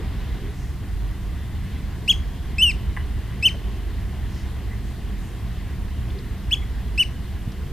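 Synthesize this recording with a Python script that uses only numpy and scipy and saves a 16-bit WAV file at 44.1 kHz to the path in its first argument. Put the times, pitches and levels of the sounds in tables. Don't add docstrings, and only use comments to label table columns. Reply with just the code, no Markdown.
import sys
import numpy as np
from scipy import signal
from scipy.fft import rfft, irfft
from scipy.io import wavfile
from scipy.ndimage import uniform_filter1d

SR = 44100
rng = np.random.default_rng(int(sys.argv[2]) if len(sys.argv) > 2 else 0)


def log_audio(samples):
    frames = np.atleast_2d(samples).T
    limited = np.clip(frames, -1, 1)
    pcm = np.round(limited * 32767).astype(np.int16)
    wavfile.write(sys.argv[1], SR, pcm)


N = 340452
TIME_S = np.arange(N) / SR

# f/Hz, relative density/dB
RUMBLE_SPECTRUM = [(15, -17), (26, -9.5), (34, -16.5), (43, -3.5), (50.5, 1), (62, -4.5), (73, -1.5),
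                   (87, -11.5), (112, -9.5), (155, -19), (192, -15), (225, -21.5), (370, -31), (500, -40),
                   (800, -54)]
WASH_SPECTRUM = [(350, 1), (560, -1), (700, 7), (870, 1.5), (1060, 4.5), (1290, -2), (1650, 1.5),
                 (2030, 2.5), (2300, -3.5), (3100, -2.5), (4300, -7.5), (6300, -15.5)]
# t/s, relative level/dB
RUMBLE_ENVELOPE = [(0, -26), (1, -27), (1.8, -25.5), (3.3, -26.5), (3.8, -27), (4.35, -26), (5.3, -26.5),
                   (6.2, -26.5), (7.72, -27)]
CHURN_ENVELOPE = [(0.0, -38), (0.08, -47), (0.41, -45.5), (0.43, -38), (0.58, -52.5), (3.27, -48),
                  (3.76, -42), (4.3, -54), (4.34, -47.5), (7.53, -50), (7.55, -43.5), (7.72, -43)]
WASH_ENVELOPE = [(0, -48.5), (.45, -49), (.6, -52), (2.2, -50.3), (3.15, -50.5), (3.35, -49.5), (3.8, -50),
                 (7.72, -51.2)]
# f/Hz, coherence/1
STEREO_COHERENCE = [(18, .75), (40, 1), (150, 0.99), (350, 0.98), (700, 0.87), (1500, 0.95), (3000, 0.92),
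                    (6000, 0.23), (14000, 0.15)]
# f/Hz, level/dB
STEREO_BALANCE = [(30, -3.5), (80, -0.5), (160, 0.3), (600, 0), (6000, 1.6), (14000, -0.2)]
# f/Hz, phase/rad
STEREO_LEAD = [(35, .6), (100, 0.32), (220, .16), (800, 0.066)]
# t/s, level/dB, centre/Hz, width/oct, duration/s
WATER_SPLASHES = [(0.251, -55.5, 2400, .6, 0.41), (0.462, -40, 400, 0.061, 0.055),
                  (0.631, -57.5, 5960, .4, 0.17), (1.753, -55, 2600, 0.58, 0.25),
                  (3.552, -41, 600, .5, .012), (4.375, -54, 5160, 0.37, 0.11),
                  (4.728, -44, 2000, 0.052, 0.02), (4.88, -60, 7000, .45, 0.084),
                  (5.264, -59, 7000, .45, .12), (6.106, -43, 3470, 0.17, 0.0044),
                  (6.171, -41, 418, 0.16, 0.05), (6.19, -44, 4400, 0.14, .004),
                  (6.63, -45, 2100, .08, .014), (7.522, -47, 4500, .5, 0.0038)]
# t/s, level/dB, overtone gain/dB, length/s, climb end/s, climb width/s, climb target/Hz,
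# drift target/Hz, upward voice break/Hz, break half-length/s
CALLS = [(2.0760, -12.4, 2.5, .0585, .0223, .0117, 3144, 3130, 318, .0092),
         (2.5809, -11.0, 1.5, .1410, .0508, .0178, 3079, 2838, 0, 0),
         (3.4246, -7.9, 1.2, .0727, .0394, .0139, 3225, 2953, 0, 0),
         (6.5080, -16.5, 0, .0486, .0188, .0091, 3185, 3380, 331, .0068),
         (6.9757, -10.9, 1.2, .0628, .0315, .0138, 3118, 3235, 0, 0)]
# f/Hz, gain/dB
BILL_RESPONSE = [(2800, 16), (4200, -14.5), (5200, -18.5), (5700, -31.5), (6400, -20.5), (7100, -33),
                 (7900, -23.5), (8800, -24), (10000, -43.5), (11000, -40), (12300, -27.5), (13500, -37),
                 (15400, -31)]
# f/Hz, level/dB, t60/s
BOULDER_SCATTER = [(500, -23, 0.89), (2900, -26, 0.2), (3400, -20, 0.27), (6200, -9.5, 0.2),
                   (9000, -15, 0.22), (14000, -10, .13)]
# delay/s, left/dB, right/dB
ROCK_ECHOES = [(0.0324, -27, -27), (.047, -27.5, -35)]
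# t/s, level/dB, contact pitch/Hz
KNOCK_CONTACTS = [(2.966, -20.5, 2400), (2.972, -15.5, 1200)]
# f/Hz, level/dB, t60/s
OBJECT_MODES = [(830, -21, 0.054), (1016, -15, 0.04), (1150, -17, 0.024), (1630, -16, 0.036),
                (1770, -11, 0.024), (1970, -6, 0.025), (2240, -25, .025), (2920, -15, 0.027),
                (3350, -33, .015), (9400, -12, .03)]
# t/s, peak/dB, half-width/s
AIR_BUMPS = [(7.4779, -17.5, 0.0014)]


def amp(db):
    return 10 ** (np.asarray(db) / 20)


def unit_rms(x):
    return x / np.sqrt(np.mean(x ** 2) + 1e-20)


def at_hz(points, hz):
    f, value = np.transpose(points)
    return np.interp(np.log(hz + 1), np.log(f + 1), value)


def envelope(curve):
    return amp(np.interp(TIME_S, *np.transpose(curve)))


def add(mix, start_s, sound):
    part = mix[..., max(round(start_s * SR), 0):][..., :sound.shape[-1]]
    part += sound[..., :part.shape[-1]]


def band(hz, centre_hz, width_oct):
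    return np.exp(-.5 * (np.log2((hz + 1) / centre_hz) / width_oct) ** 2)


def stereo_noise(spectrum, drift_db, size=1024):
    hz = np.fft.rfftfreq(size, 1 / SR)
    a, b, c, d, drift = rng.standard_normal((5, 4 * N // size + 5, len(hz)))
    drift = unit_rms(uniform_filter1d(uniform_filter1d(drift, size=8, axis=0), size=24, axis=1))
    coherence = at_hz(STEREO_COHERENCE, hz)
    left = a + 1j * b
    right = coherence * left + np.sqrt(1 - coherence ** 2) * (c + 1j * d)
    pan = amp(at_hz(STEREO_BALANCE, hz) / 2)
    frames = np.array([left * pan * np.exp(1j * at_hz(STEREO_LEAD, hz)), right / pan])
    frames *= spectrum(hz) * amp(drift_db * drift)
    _, noise = signal.istft(frames.transpose(0, 2, 1), nperseg=size, noverlap=size - size // 4)
    return unit_rms(noise[:, :N])


def rumble(gain_db=-0.2):
    noise = stereo_noise(lambda hz: amp(at_hz(RUMBLE_SPECTRUM, hz)) / (1 + (hz / 900) ** 4),
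                         drift_db=.5, size=16384)
    return amp(gain_db) * envelope(RUMBLE_ENVELOPE) * noise


def water(churn_db=-2.5, wash_db=4.0):
    churn = stereo_noise(lambda hz: band(hz, 365, 0.3), drift_db=1.5)
    wash = stereo_noise(
        lambda hz: amp(at_hz(WASH_SPECTRUM, hz)) * hz / (hz + 150) / (1 + (hz / 7500) ** 4),
        drift_db=1.08)
    return (amp(churn_db) * envelope(CHURN_ENVELOPE) * churn
            + amp(wash_db) * envelope(WASH_ENVELOPE) * wash)


def hiss(level_db=-53.0):
    return amp(level_db) * stereo_noise(lambda hz: 1 / np.sqrt(1 + hz / 40000), drift_db=0.6)


def splashes(spread=0.12):
    out, hz = np.zeros((2, N)), np.fft.rfftfreq(SR, 1 / SR)
    for centre_s, level_db, centre_hz, width_oct, duration_s in WATER_SPLASHES:
        fizz = irfft(rfft(rng.standard_normal((3, SR))) * band(hz, centre_hz, width_oct))
        swell = np.exp(-2 * ((TIME_S[:SR] - .5) / duration_s) ** 2)
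        splash = unit_rms(swell * (fizz[0] + spread * fizz[1:]))
        splash *= amp(level_db) * np.sqrt(np.mean(swell ** 2))
        add(out, centre_s - .5, splash[:, max(round((.5 - centre_s) * SR), 0):])
    return out


def call_arch(length_s, climb_s, width_s, high_hz, after_hz, break_hz, break_s,
              opening_hz=2620, scoop_s=.0019, drop_s=.0127, accent_db=2.5, accent_s=0.02,
              break_lag_s=.0086, after_break_db=-3, effort_db_per_oct=47.5):
    t = np.arange(0, length_s, 1 / SR)
    foot_hz = np.where(t < climb_s, opening_hz, after_hz)
    hz = foot_hz + (high_hz - foot_hz) * np.exp(-((t - climb_s) / width_s) ** 2)
    hz *= 1 - .4 * np.exp(-t / scoop_s)
    hz *= 1 - .426 * np.exp((t - length_s) / drop_s)
    db = accent_db * np.exp(-t / accent_s)
    if break_hz:
        from_break = (t - climb_s - break_lag_s) / break_s
        broken = np.exp(-from_break ** 8)
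        hz += break_hz * broken
        db += after_break_db * (from_break > 0) * (1 - broken)
    return hz, db + effort_db_per_oct * np.log2(np.minimum(hz / high_hz, 1))


def whistle(pitch_hz, level_db, bright_db, jitter=0.0022, flutter_db=0.48, growth=0.63, pivot_db=-16,
            pan_db=1.0, overtone_pan_db=2.0, lead_s=12e-6, scatter=0.53, top_db=-7):
    noise = rng.standard_normal((2, len(pitch_hz)))
    waver = unit_rms(signal.oaconvolve(noise, np.hanning(160)[None], "same", axes=1))
    hz = pitch_hz * (1 + jitter * waver[0])
    db = level_db + flutter_db * waver[1]
    sides = np.array([[.5], [-.5]])
    phase = 2 * np.pi * (np.cumsum(hz) / SR + hz * lead_s * sides)
    voice = amp(db + pan_db * sides) * np.sin(phase)
    overtone_db = pivot_db + growth * (db - pivot_db) + bright_db + overtone_pan_db * sides
    for k in range(2, 7):
        delays_s = rng.uniform(.0003, .004, (4, 1, 1)) + rng.uniform(0, .00008, (4, 2, 1))
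        reflected = np.sin(k * (phase - 2 * np.pi * hz * delays_s)).sum(0) / np.sqrt(len(delays_s))
        gain = amp(overtone_db + at_hz(BILL_RESPONSE, k * hz) + (k > 4) * top_db)
        voice += gain * (k * hz < SR / 2) * (np.sin(k * phase) + scatter * reflected)
    return np.sqrt(2) * voice * signal.windows.tukey(len(hz), .04)


def oystercatcher(gain_db=0.03):
    out = np.zeros((2, N))
    for start_s, level_db, bright_db, *shape in CALLS:
        hz, db = call_arch(*shape)
        add(out, start_s, whistle(hz, level_db + db, bright_db))
    return amp(gain_db) * out


def shore_echoes(direct, far_db=-35, far_t60_s=3.7, onset_s=0.014, spread=0.46, taps_per_s=2000):
    t = TIME_S[:SR]
    taps = rng.standard_normal((3, SR)) * (rng.random((3, SR)) < taps_per_s / SR)
    taps = (taps[0] + spread * taps[1:]) * (1 - np.exp(-t / onset_s))
    bands = np.array(BOULDER_SCATTER)
    hz, frame_s, frames = signal.stft(taps, SR, nperseg=256)
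    frames *= amp(-60 * frame_s / at_hz(bands[:, ::2], hz)[:, None])
    decay = unit_rms(signal.istft(frames, SR, nperseg=256)[1][:, :SR])
    colour = amp(at_hz(bands[:, :2], np.fft.rfftfreq(SR, 1 / SR)))
    near = irfft(rfft(decay) * colour)
    far = amp(far_db) * unit_rms(taps * amp(-60 * t / far_t60_s))
    response = (near + far) / np.sqrt(SR)
    for delay_s, left_db, right_db in ROCK_ECHOES:
        add(response, delay_s, amp([[left_db], [right_db]]))
    return signal.fftconvolve(direct, response, axes=1)[:, :N]


def knocks(width_oct=1.1, attack_s=.0005):
    out, t = np.zeros(N), TIME_S[:SR // 6]
    hz, db, t60_s = np.transpose(OBJECT_MODES)[:, :, None]
    for start_s, level_db, contact_hz in KNOCK_CONTACTS + rattle():
        phase = 2 * np.pi * (hz * t + rng.random(hz.shape))
        modes = amp(db - 60 * t / t60_s) * band(hz, contact_hz, width_oct) * np.sin(phase)
        add(out, start_s, amp(level_db) * modes.sum(0) * (1 - np.exp(-t / attack_s)))
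    return out


def rattle(count=5, gap_s=.008, uneven=.12, level_db=-28, contact_hz=2050, spread_oct=.2):
    last_s = KNOCK_CONTACTS[-1][0]
    return [(last_s + gap_s * (k + 1 + uneven * late), level_db, contact_hz * 2 ** (spread_oct * detune))
            for k, (late, detune) in enumerate(rng.standard_normal((count, 2)))]


def air_bump():
    return sum(amp(db) * (at_s - TIME_S) / width_s * np.exp(.5 - .5 * ((TIME_S - at_s) / width_s) ** 2)
               for at_s, db, width_s in AIR_BUMPS)


def scene():
    direct = oystercatcher() + knocks()
    return direct + shore_echoes(direct) + splashes() + air_bump() + rumble() + water() + hiss()


def record(dry):
    lowpass = signal.firwin(511, 15400, window=("kaiser", 9), fs=SR)
    return signal.oaconvolve(dry, lowpass[None], "same")


dry = scene()
out = record(dry)
log_audio(out)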